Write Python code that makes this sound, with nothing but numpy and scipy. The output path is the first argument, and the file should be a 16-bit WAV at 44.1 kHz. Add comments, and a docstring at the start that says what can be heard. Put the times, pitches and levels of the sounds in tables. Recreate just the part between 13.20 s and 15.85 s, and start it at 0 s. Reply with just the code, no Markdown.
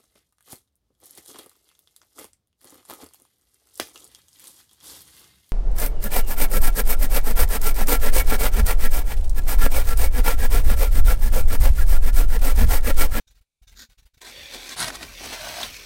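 """Closing a cardboard box

Short bursts of low thump and hiss, with a brief ring, open the scene. On an outdoor table, a flap slides
in between the box's side walls with a hollow hiss, jams with a crunch, creaks and is pushed home in a
second long scrape. The rubbing is paper fibres catching and letting go, ringing the gap and the panels.
Creases snap, the walls knock as they flex, and handling shakes the box with a low rumble."""
import sys
import numpy as np
from scipy import signal
from scipy.fft import rfft, irfft
from scipy.io import wavfile
from scipy.ndimage import uniform_filter1d, map_coordinates

SR = 44100
rng = np.random.default_rng(int(sys.argv[2]) if len(sys.argv) > 2 else 0)


def to_wav(s):
    """Save 16-bit WAV."""
    ch = np.atleast_2d(s).T  # columns
    pcm = np.round(np.clip(ch, -1, 1) * 32767)  # PCM
    wavfile.write(sys.argv[1], SR, pcm.astype(np.int16))


N = 116865
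T = np.arange(N) / SR


def from_db(db):
    """Decibels to gain."""
    return 10 ** (np.asarray(db) / 20)


def unit_power(x):
    """Scale to an RMS of one."""
    return x / np.sqrt(np.mean(x ** 2) + 1e-20)


def fader(curve):
    """Gain riding a (time_s, level_db) curve, silent outside it."""
    time_s, level_db = np.transpose(curve)
    return from_db(np.interp(T, time_s, level_db, left=-140, right=-140))


def burst(start_s, length_s, attack_s, fall_db_per_s):
    """Envelope that rises smoothly and begins to die away length_s after its start."""
    rise = np.clip((T - start_s) / attack_s, 0, 1) ** 2
    return rise * from_db(-fall_db_per_s * np.maximum(T - start_s - length_s, 0))


def noise():
    """White noise."""
    return rng.standard_normal(N)


def colour(x, spectrum):
    """Minimum-phase EQ through (freq_hz, gain_db) points; unit power."""
    freq_hz, gain_db = np.transpose(spectrum)
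    bins_hz = np.maximum(np.arange(N + 1) * SR / (2 * N), 1)
    gain = from_db(np.interp(np.log(bins_hz), np.log(freq_hz), gain_db))
    gain /= np.sqrt(1 + (freq_hz[0] / 2 / bins_hz) ** 4)  # low cut an octave under the first point
    cepstrum = irfft(np.log(gain))[:N]
    cepstrum[1:] *= 2
    response = np.exp(rfft(cepstrum, 2 * N))
    return unit_power(irfft(rfft(x, 2 * N) * response)[:N])


def resonate(x, modes):
    """Parallel resonances of alternating polarity, each with its own share of the power."""
    out = 0
    for k, (pitch_hz, width_hz, level_db) in enumerate(modes):
        radius = np.exp(-np.pi * width_hz / SR)
        poles = [1, -2 * radius * np.cos(2 * np.pi * pitch_hz / SR), radius * radius]
        ring = unit_power(signal.lfilter([1, 0, -1], poles, x))
        out += (-1) ** k * from_db(level_db) * ring
    return unit_power(out)


def steady(x):
    """Even out the swells of a narrow-band vibration; unit power."""
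    x = unit_power(x)
    local_power = uniform_filter1d(x * x, size=1300)
    return unit_power(x / np.sqrt(local_power + 1e-2))


def drift(rate_hz):
    """Smooth random wandering with a spread of one."""
    step = 40
    pole = np.exp(-2 * np.pi * rate_hz * step / SR)
    count = N // step + 2
    slow = signal.lfilter([1], [1, -2 * pole, pole * pole], rng.standard_normal(2 * count))[count:]
    return np.interp(np.arange(N) / step, np.arange(count), unit_power(slow))


def board_paths(x, count=14, depth=0.75, delay_range_s=(0.0007, 0.0045)):
    """As the contact point travels, paths through the board come and go, so the colour keeps shifting."""
    paths = 0
    for delay_s in rng.uniform(*delay_range_s, count):
        paths += drift(rate_hz=8) * np.pad(x, (int(delay_s * SR), 0))[:N]
    return unit_power(x + depth * unit_power(paths))


def friction(judder_db=1.54, grains_per_s=3500, grain_spread_db=3, hiss_gain=0.7):
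    """Fibres catch and let go: tiny clicks over hiss, bunched by uneven stick and slip."""
    sizes = from_db(grain_spread_db * np.minimum(rng.exponential(1, N), 4))
    polarity = rng.choice([-1, 1], N)
    grains = unit_power(sizes * polarity * (rng.random(N) < grains_per_s / SR))
    rub = board_paths(grains + hiss_gain * noise())
    return unit_power(rub * from_db(judder_db * drift(rate_hz=146)))


# Tone of the outdoor air: freq_hz, gain_db
AIR_EQ = [(25, 0), (100, -10), (240, -18), (2000, -27), (2330, -12.5), (3000, -24), (3700, -15),
          (4700, -21), (10000, -21), (12500, -27), (16000, -39)]


def air():
    """Still air lays a faint noise bed under the scene."""
    return from_db(-88) * colour(noise(), AIR_EQ)


# Short bursts of thump and hiss: start_s, length_s, hiss_db, ring_db, thump_db
THUMP_BURSTS = [(-.01, 0.0083, -64, -64.5, -59), (0.067, 0.0079, -61, -54, -56),
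                (0.096, 0.026, -65.5, -69.5, -54.5), (0.142, 0.046, -67.5, -75, -56.5),
                (0.204, 0.01, -65.5, -80, -54), (0.413, 0.025, -65.5, -73, -51),
                (0.466, 0.033, -62, -55.5, -53.5), (0.506, .032, -61, -81, -50.5),
                (0.544, 0.049, -68, -65, -52), (0.607, 0.033, -56, -56, -56),
                (0.687, 0.04, -62, -68.5, -56), (0.772, 0.025, -61, -62, -53),
                (0.819, 0.0051, -62, -66, -50.5), (0.849, 0.015, -59.5, -75, -49),
                (0.932, 0.014, -64, -66, -62), (0.967, 0.011, -58.5, -65, -56)]
# Hissy top and soft low end of a burst: freq_hz, gain_db
HISS_EQ = [(120, -42), (200, -11), (278, -12), (387, -11.5), (432, -8), (1120, -10.5), (1590, -7.5),
           (2510, -5.5), (3830, -9), (4520, -4.5), (5940, -15), (7540, -12), (16000, -13.5)]
THUMP_EQ = [(20, -22), (40, 10), (75, -9.5), (130, -20.5), (250, -27.5), (600, -56.5)]
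# Brief ring in each burst: pitch_hz, width_hz, level_db
RING_MODES = [(1540, 77, -7), (1830, 60, -28), (2360, 54, -11), (2830, 57, -18), (3740, 320, 4),
              (4470, 240, -17), (5230, 130, -2.5), (5980, 130, 3), (6760, 530, 0)]


def thump_bursts():
    """Short, gated-sounding bursts of low thump and hiss, with a brief ring."""
    start_s, length_s, hiss_db, ring_db, thump_db = np.transpose(THUMP_BURSTS)[:, :, None]
    top_envelopes = burst(start_s, length_s, attack_s=0.013, fall_db_per_s=665)
    low_envelopes = burst(start_s, length_s, attack_s=0.006, fall_db_per_s=1160)
    hiss = (from_db(hiss_db) * top_envelopes).sum(axis=0) * colour(friction(judder_db=1.3), HISS_EQ)
    ring = (from_db(ring_db) * top_envelopes).sum(axis=0) * resonate(friction(judder_db=-0.5), RING_MODES)
    thump = (from_db(thump_db) * low_envelopes).sum(axis=0) * steady(colour(noise(), THUMP_EQ))
    return hiss + ring + thump


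# Creases giving way: start_s, level_db, pitch_hz, width_hz
CRACKS = [(0.539, -56, 2380, 200), (0.591, -37, 5340, 1500), (1.014, -42, 2960, 2500),
          (1.337, -31.5, 4040, 1500), (1.49, -28, 6000, 1300), (1.601, -20.5, 8400, 1500),
          (1.616, -24, 1570, 397), (1.625, -23, 4400, 1000), (1.642, -23.5, 3750, 1300),
          (1.679, -27, 5400, 2000), (1.7009, -26.5, 1390, 890), (1.753, -29, 5440, 4500),
          (1.827, -25.5, 1700, 1700), (1.83, -42, 4000, 1500), (2.411, -26, 5170, 1390),
          (2.4298, -18.5, 3480, 300), (2.44, -32.5, 4007, 399.7), (2.541, -33, 3940, 2000),
          (2.565, -32, 5070, 2020)]


def cracks():
    """A crease gives way in a few milliseconds of snapping fibres: a ring over a broad crunch."""
    crunch = 0.54 * colour(noise(), JAM_EQ)  # shares the tone of the jamming edge
    out = 0
    for start_s, level_db, pitch_hz, width_hz in CRACKS:
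        snap = unit_power(crunch + resonate(noise(), [(pitch_hz, width_hz, 0)]))
        envelope = burst(start_s, length_s=0.00067, attack_s=0.0022, fall_db_per_s=2000)
        out += from_db(level_db) * envelope * snap
    return out


# Swell of the passing edge: time_s, level_db
SWEEP_FADER = [(.54, -78), (.57, -51.5), (.597, -45.5), (.622, -42.5), (.648, -54.5), (.675, -79)]
# Its tone: freq_hz, gain_db
SWEEP_EQ = [(88, -50), (150, -17), (235, 5.5), (321, -10), (923, -20), (1560, 1.5), (2870, -21), (3490, 1),
            (5150, 0.5), (5910, -9), (6770, 0.5), (7470, -10.5), (11300, -20), (12900, -9), (16000, -22)]


def sweep():
    """The flap's edge sweeps past the wall in one quick swish."""
    return fader(SWEEP_FADER) * colour(friction(judder_db=2.5), SWEEP_EQ)


# Swells of handling rumble: time_s, level_db
RUMBLE_FADER = [(.99, -76), (1.04, -59), (1.14, -56.5), (1.24, -51), (1.29, -62), (1.36, -48), (1.5, -60),
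                (1.62, -48.5), (1.76, -47), (1.9, -46), (1.98, -49), (2.06, -47), (2.16, -51), (2.32, -46),
                (2.39, -54), (2.47, -46.5), (2.56, -52), (2.65, -54)]
# Its deep tone: freq_hz, gain_db
RUMBLE_EQ = [(20, -20), (28, -15.5), (39, 10.5), (56, -6), (75, -3.5), (115, -16), (250, -18), (600, -34)]


def rumble():
    """Handling shakes the whole box."""
    return fader(RUMBLE_FADER) * steady(colour(noise(), RUMBLE_EQ))


# Contour of the sliding hiss, ahead of its trim: time_s, level_db
SLIDE_FADER = [(1.006, -55), (1.016, -54), (1.08, -46), (1.115, -42.5), (1.18, -43.5), (1.26, -38.5),
               (1.29, -41), (1.35, -42.5), (1.53, -38), (1.555, -43.5), (1.65, -38.5), (1.79, -46),
               (1.91, -40.5), (2.0, -37), (2.2, -41.5), (2.46, -38.5), (2.57, -36.5), (2.65, -41.5)]
# Its tone: freq_hz, gain_db
SLIDE_EQ = [(88, -51.5), (150, -8), (315, -2.5), (524, 2.5), (689, -27), (1210, -29), (2310, 9.5),
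            (3160, 0.5), (3490, -12.5), (3770, -2.5), (5790, 3.5), (7470, -7.5), (11000, -9), (12400, -6.5),
            (16000, -12)]


def slide(trim_db=-7):
    """Board hisses as it slides smoothly on board."""
    return fader(SLIDE_FADER) * from_db(trim_db) * colour(friction(judder_db=1.6), SLIDE_EQ)


# The edge scraping as it enters, jams and is pushed home: time_s, level_db
ENTRY_FADER = [(1.008, -72), (1.017, -42.5), (1.04, -47.5), (1.075, -40), (1.125, -50.5), (1.30, -53.5),
               (1.347, -36), (1.372, -44), (1.39, -45.5), (1.495, -41), (1.532, -37), (1.554, -50)]
JAM_FADER = [(1.559, -50), (1.57, -36), (1.586, -33), (1.604, -27.5), (1.646, -28.5), (1.66, -35),
             (1.684, -31), (1.701, -37.5), (1.715, -47), (1.754, -36.5), (1.784, -50), (1.828, -37),
             (1.86, -48), (1.948, -50.5)]
PUSH_FADER = [(1.959, -56.5), (2.016, -42.5), (2.049, -34), (2.07, -38.5), (2.108, -38.5), (2.128, -32.5),
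              (2.175, -39.5), (2.23, -37.5), (2.292, -37), (2.32, -38), (2.38, -36), (2.43, -33.5),
              (2.46, -37), (2.51, -45), (2.57, -50.5), (2.65, -48.5)]
# Tone of each stroke: freq_hz, gain_db
ENTRY_EQ = [(59, -61), (100, -24), (156, -40), (239, 1), (634, -1), (736, -4), (1230, -8), (1580, 4),
            (3050, -5.5), (3620, 5.5), (4980, -1), (6560, -4), (7770, -3), (13800, -12), (16000, -16.5)]
JAM_EQ = [(47, -18), (80, -30), (107, -1.5), (265, -7), (346, -9), (575, -7.5), (687, 0.5), (820, -14),
          (937, -3), (1400, -3), (1560, 1), (1740, -6), (1900, -2), (2220, -7), (2900, -8), (3870, -2),
          (6740, -10.5), (10500, -11.5), (11500, -16.5), (12500, -16), (16000, -28)]
PUSH_EQ = [(59, -55), (100, -13.5), (210, -17), (271, -13), (452, -18), (583, -6), (676, -11.5), (818, -24),
           (910, -11.5), (1280, -8.5), (1550, -11), (2580, -9.5), (3400, -9), (6020, -11), (7450, -21),
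           (9410, -16), (11200, -23), (14700, -20), (16000, -27)]
# Ring of the box panels: pitch_hz, width_hz, level_db
PANEL_MODES = [(275, 75, 1.5), (382, 140, -17), (726, 38, 8.5), (1077, 210, 12.5), (1570, 140, -4),
               (1980, 27, -19), (3600, 900, -8.5)]
# Panel ring against the edge's scrape: entry_db, jam_db, push_db
PANEL_MIX_DB = [-10.5, -10, -15.5]


def scrapes():
    """Three strokes drag the rough cut edge along the walls and set the panels ringing."""
    strokes = [(ENTRY_FADER, ENTRY_EQ), (JAM_FADER, JAM_EQ), (PUSH_FADER, PUSH_EQ)]
    out = 0
    for (curve, spectrum), ring_db in zip(strokes, PANEL_MIX_DB):
        edge = colour(friction(), spectrum)
        panels = from_db(ring_db) * resonate(friction(), PANEL_MODES)
        out += fader(curve) * (edge + panels)
    return out


# How strongly the gap sounds: time_s, level_db
GAP_FADER = [(1.01, -58), (1.08, -52), (1.18, -43), (1.26, -44), (1.29, -44.5), (1.35, -42.5), (1.5, -49),
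             (1.56, -51), (1.9, -61.5), (1.98, -44), (2.1, -63), (2.48, -52), (2.65, -52.5)]
# Its hollow resonances: pitch_hz, width_hz, level_db
GAP_MODES = [(546, 77, -13.5), (1820, 93, -12.5), (2353, 220, -8.5), (3505, 170, -4), (4560, 87, -11.5),
             (6100, 150, -36)]


def gap():
    """Rubbing sounds the narrow gap beside the flap."""
    return fader(GAP_FADER) * steady(resonate(friction(judder_db=3.5), GAP_MODES))


# Knocks of the flexing walls: start_s, length_s, level_db
KNOCKS = [(1.082, 0.021, -62), (1.337, 0.019, -40.5), (1.657, 0.072, -46), (1.749, 0.06, -51.5),
          (1.8, 0.049, -48), (1.992, 0.018, -40.5), (2.022, 0.047, -42), (2.084, 0.058, -46.5)]
# Body of a knock: pitch_hz, width_hz, level_db
WALL_MODES = [(266, 22, 2.5), (373, 61, 2), (747, 180, 2)]


def wall_knocks():
    """The walls flex with a hollow knock."""
    envelope = sum(from_db(level_db) * burst(start_s, length_s, attack_s=0.023, fall_db_per_s=495)
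                   for start_s, length_s, level_db in KNOCKS)
    return envelope * steady(resonate(noise(), WALL_MODES))


# Bite of the paper rasp: time_s, level_db
RASP_FADER = [(1.562, -53), (1.574, -43.5), (1.603, -29), (1.625, -35.5), (1.66, -44.5), (1.685, -41.5),
              (1.71, -62)]
# Its bright resonances: pitch_hz, width_hz, level_db
RASP_MODES = [(7000, 500, -13.5), (8550, 460, -2.5), (9400, 610, 2), (10500, 320, 0)]


def rasp():
    """The paper face rasps brightly as the jam begins."""
    return fader(RASP_FADER) * resonate(friction(), RASP_MODES)


# Ring of the seam: pitch_hz, width_hz, level_db
SEAM_MODES = [(1970, 270, -7), (2340, 160, -10), (3100, 87, 1), (3500, 130, -5.5), (4190, 140, 1),
              (8010, 200, -1.5), (10200, 250, -19)]


def seam(trim_db=-9.5):
    """The seam rings under the scrape of the last push."""
    return fader(PUSH_FADER) * from_db(trim_db) * resonate(friction(), SEAM_MODES)


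# Swell and bend of the front panel's drone: time_s, level_db, pitch_hz
DRONE_CURVE = [(2.09, -74, 627), (2.125, -40.5, 621.5), (2.179, -45, 640.4), (2.262, -38, 639.7),
               (2.331, -44, 653.7), (2.411, -35.5, 684), (2.45, -52, 637), (2.5, -81, 664)]
# Its resonances at the base pitch: pitch_hz, width_hz, level_db
DRONE_MODES = [(570, 50, -8), (644, 70, 7.5), (937, 76, -2), (1547, 110, 2.5)]


def panel_drone(base_hz=650):
    """The front panel drones as it is pushed home, rising in pitch as it tightens."""
    time_s, level_db, pitch_hz = np.transpose(DRONE_CURVE)
    tone = steady(resonate(friction(judder_db=4.6), DRONE_MODES))
    playhead = np.cumsum(np.interp(T, time_s, pitch_hz) / base_hz)  # varispeed bends all modes together
    bent = map_coordinates(tone, [playhead], order=3, mode="wrap")
    return fader(np.c_[time_s, level_db]) * bent


# Near reflections between flap and walls: delay_ms, gain
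REFLECTIONS = [(0.478, 0.064), (0.831, -0.048), (1.27, 0.03), (2.6, 0.047)]


def box_reverb(x, t60_s=0.11, wet_db=-16.5):
    """Add a few near reflections and a short, dense reverberation inside the box."""
    early = sum(gain * np.interp(T - delay_ms / 1000, T, x, left=0) for delay_ms, gain in REFLECTIONS)
    impulse = noise() * burst(start_s=0.0013, length_s=0, attack_s=0.0027, fall_db_per_s=60 / t60_s)
    tail = signal.fftconvolve(x, impulse / np.linalg.norm(impulse))[:N]
    return x + early + from_db(wet_db) * tail


def scene():
    """Mono mix: cracks and rubbing echo in the box; thumps, knocks, drone, rumble and air stay dry."""
    inside = cracks() + sweep() + slide() + scrapes() + gap() + rasp() + seam()
    foreground = box_reverb(inside) + thump_bursts() + wall_knocks() + panel_drone()
    return (foreground + rumble() + air())[None]


def record(dry, dip_hz=11100, dip_depth=0.68, cutoff_hz=15900):
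    """The microphone has a narrow dip in the treble; the top is cut steeply."""
    dip_band = signal.lfilter(*signal.iirpeak(dip_hz, Q=42, fs=SR), dry)
    high_cut = signal.ellip(12, 0.1, 80, cutoff_hz, fs=SR, output="sos")
    return signal.sosfilt(high_cut, dry - dip_depth * dip_band)


dry = scene()
out = record(dry)
to_wav(out)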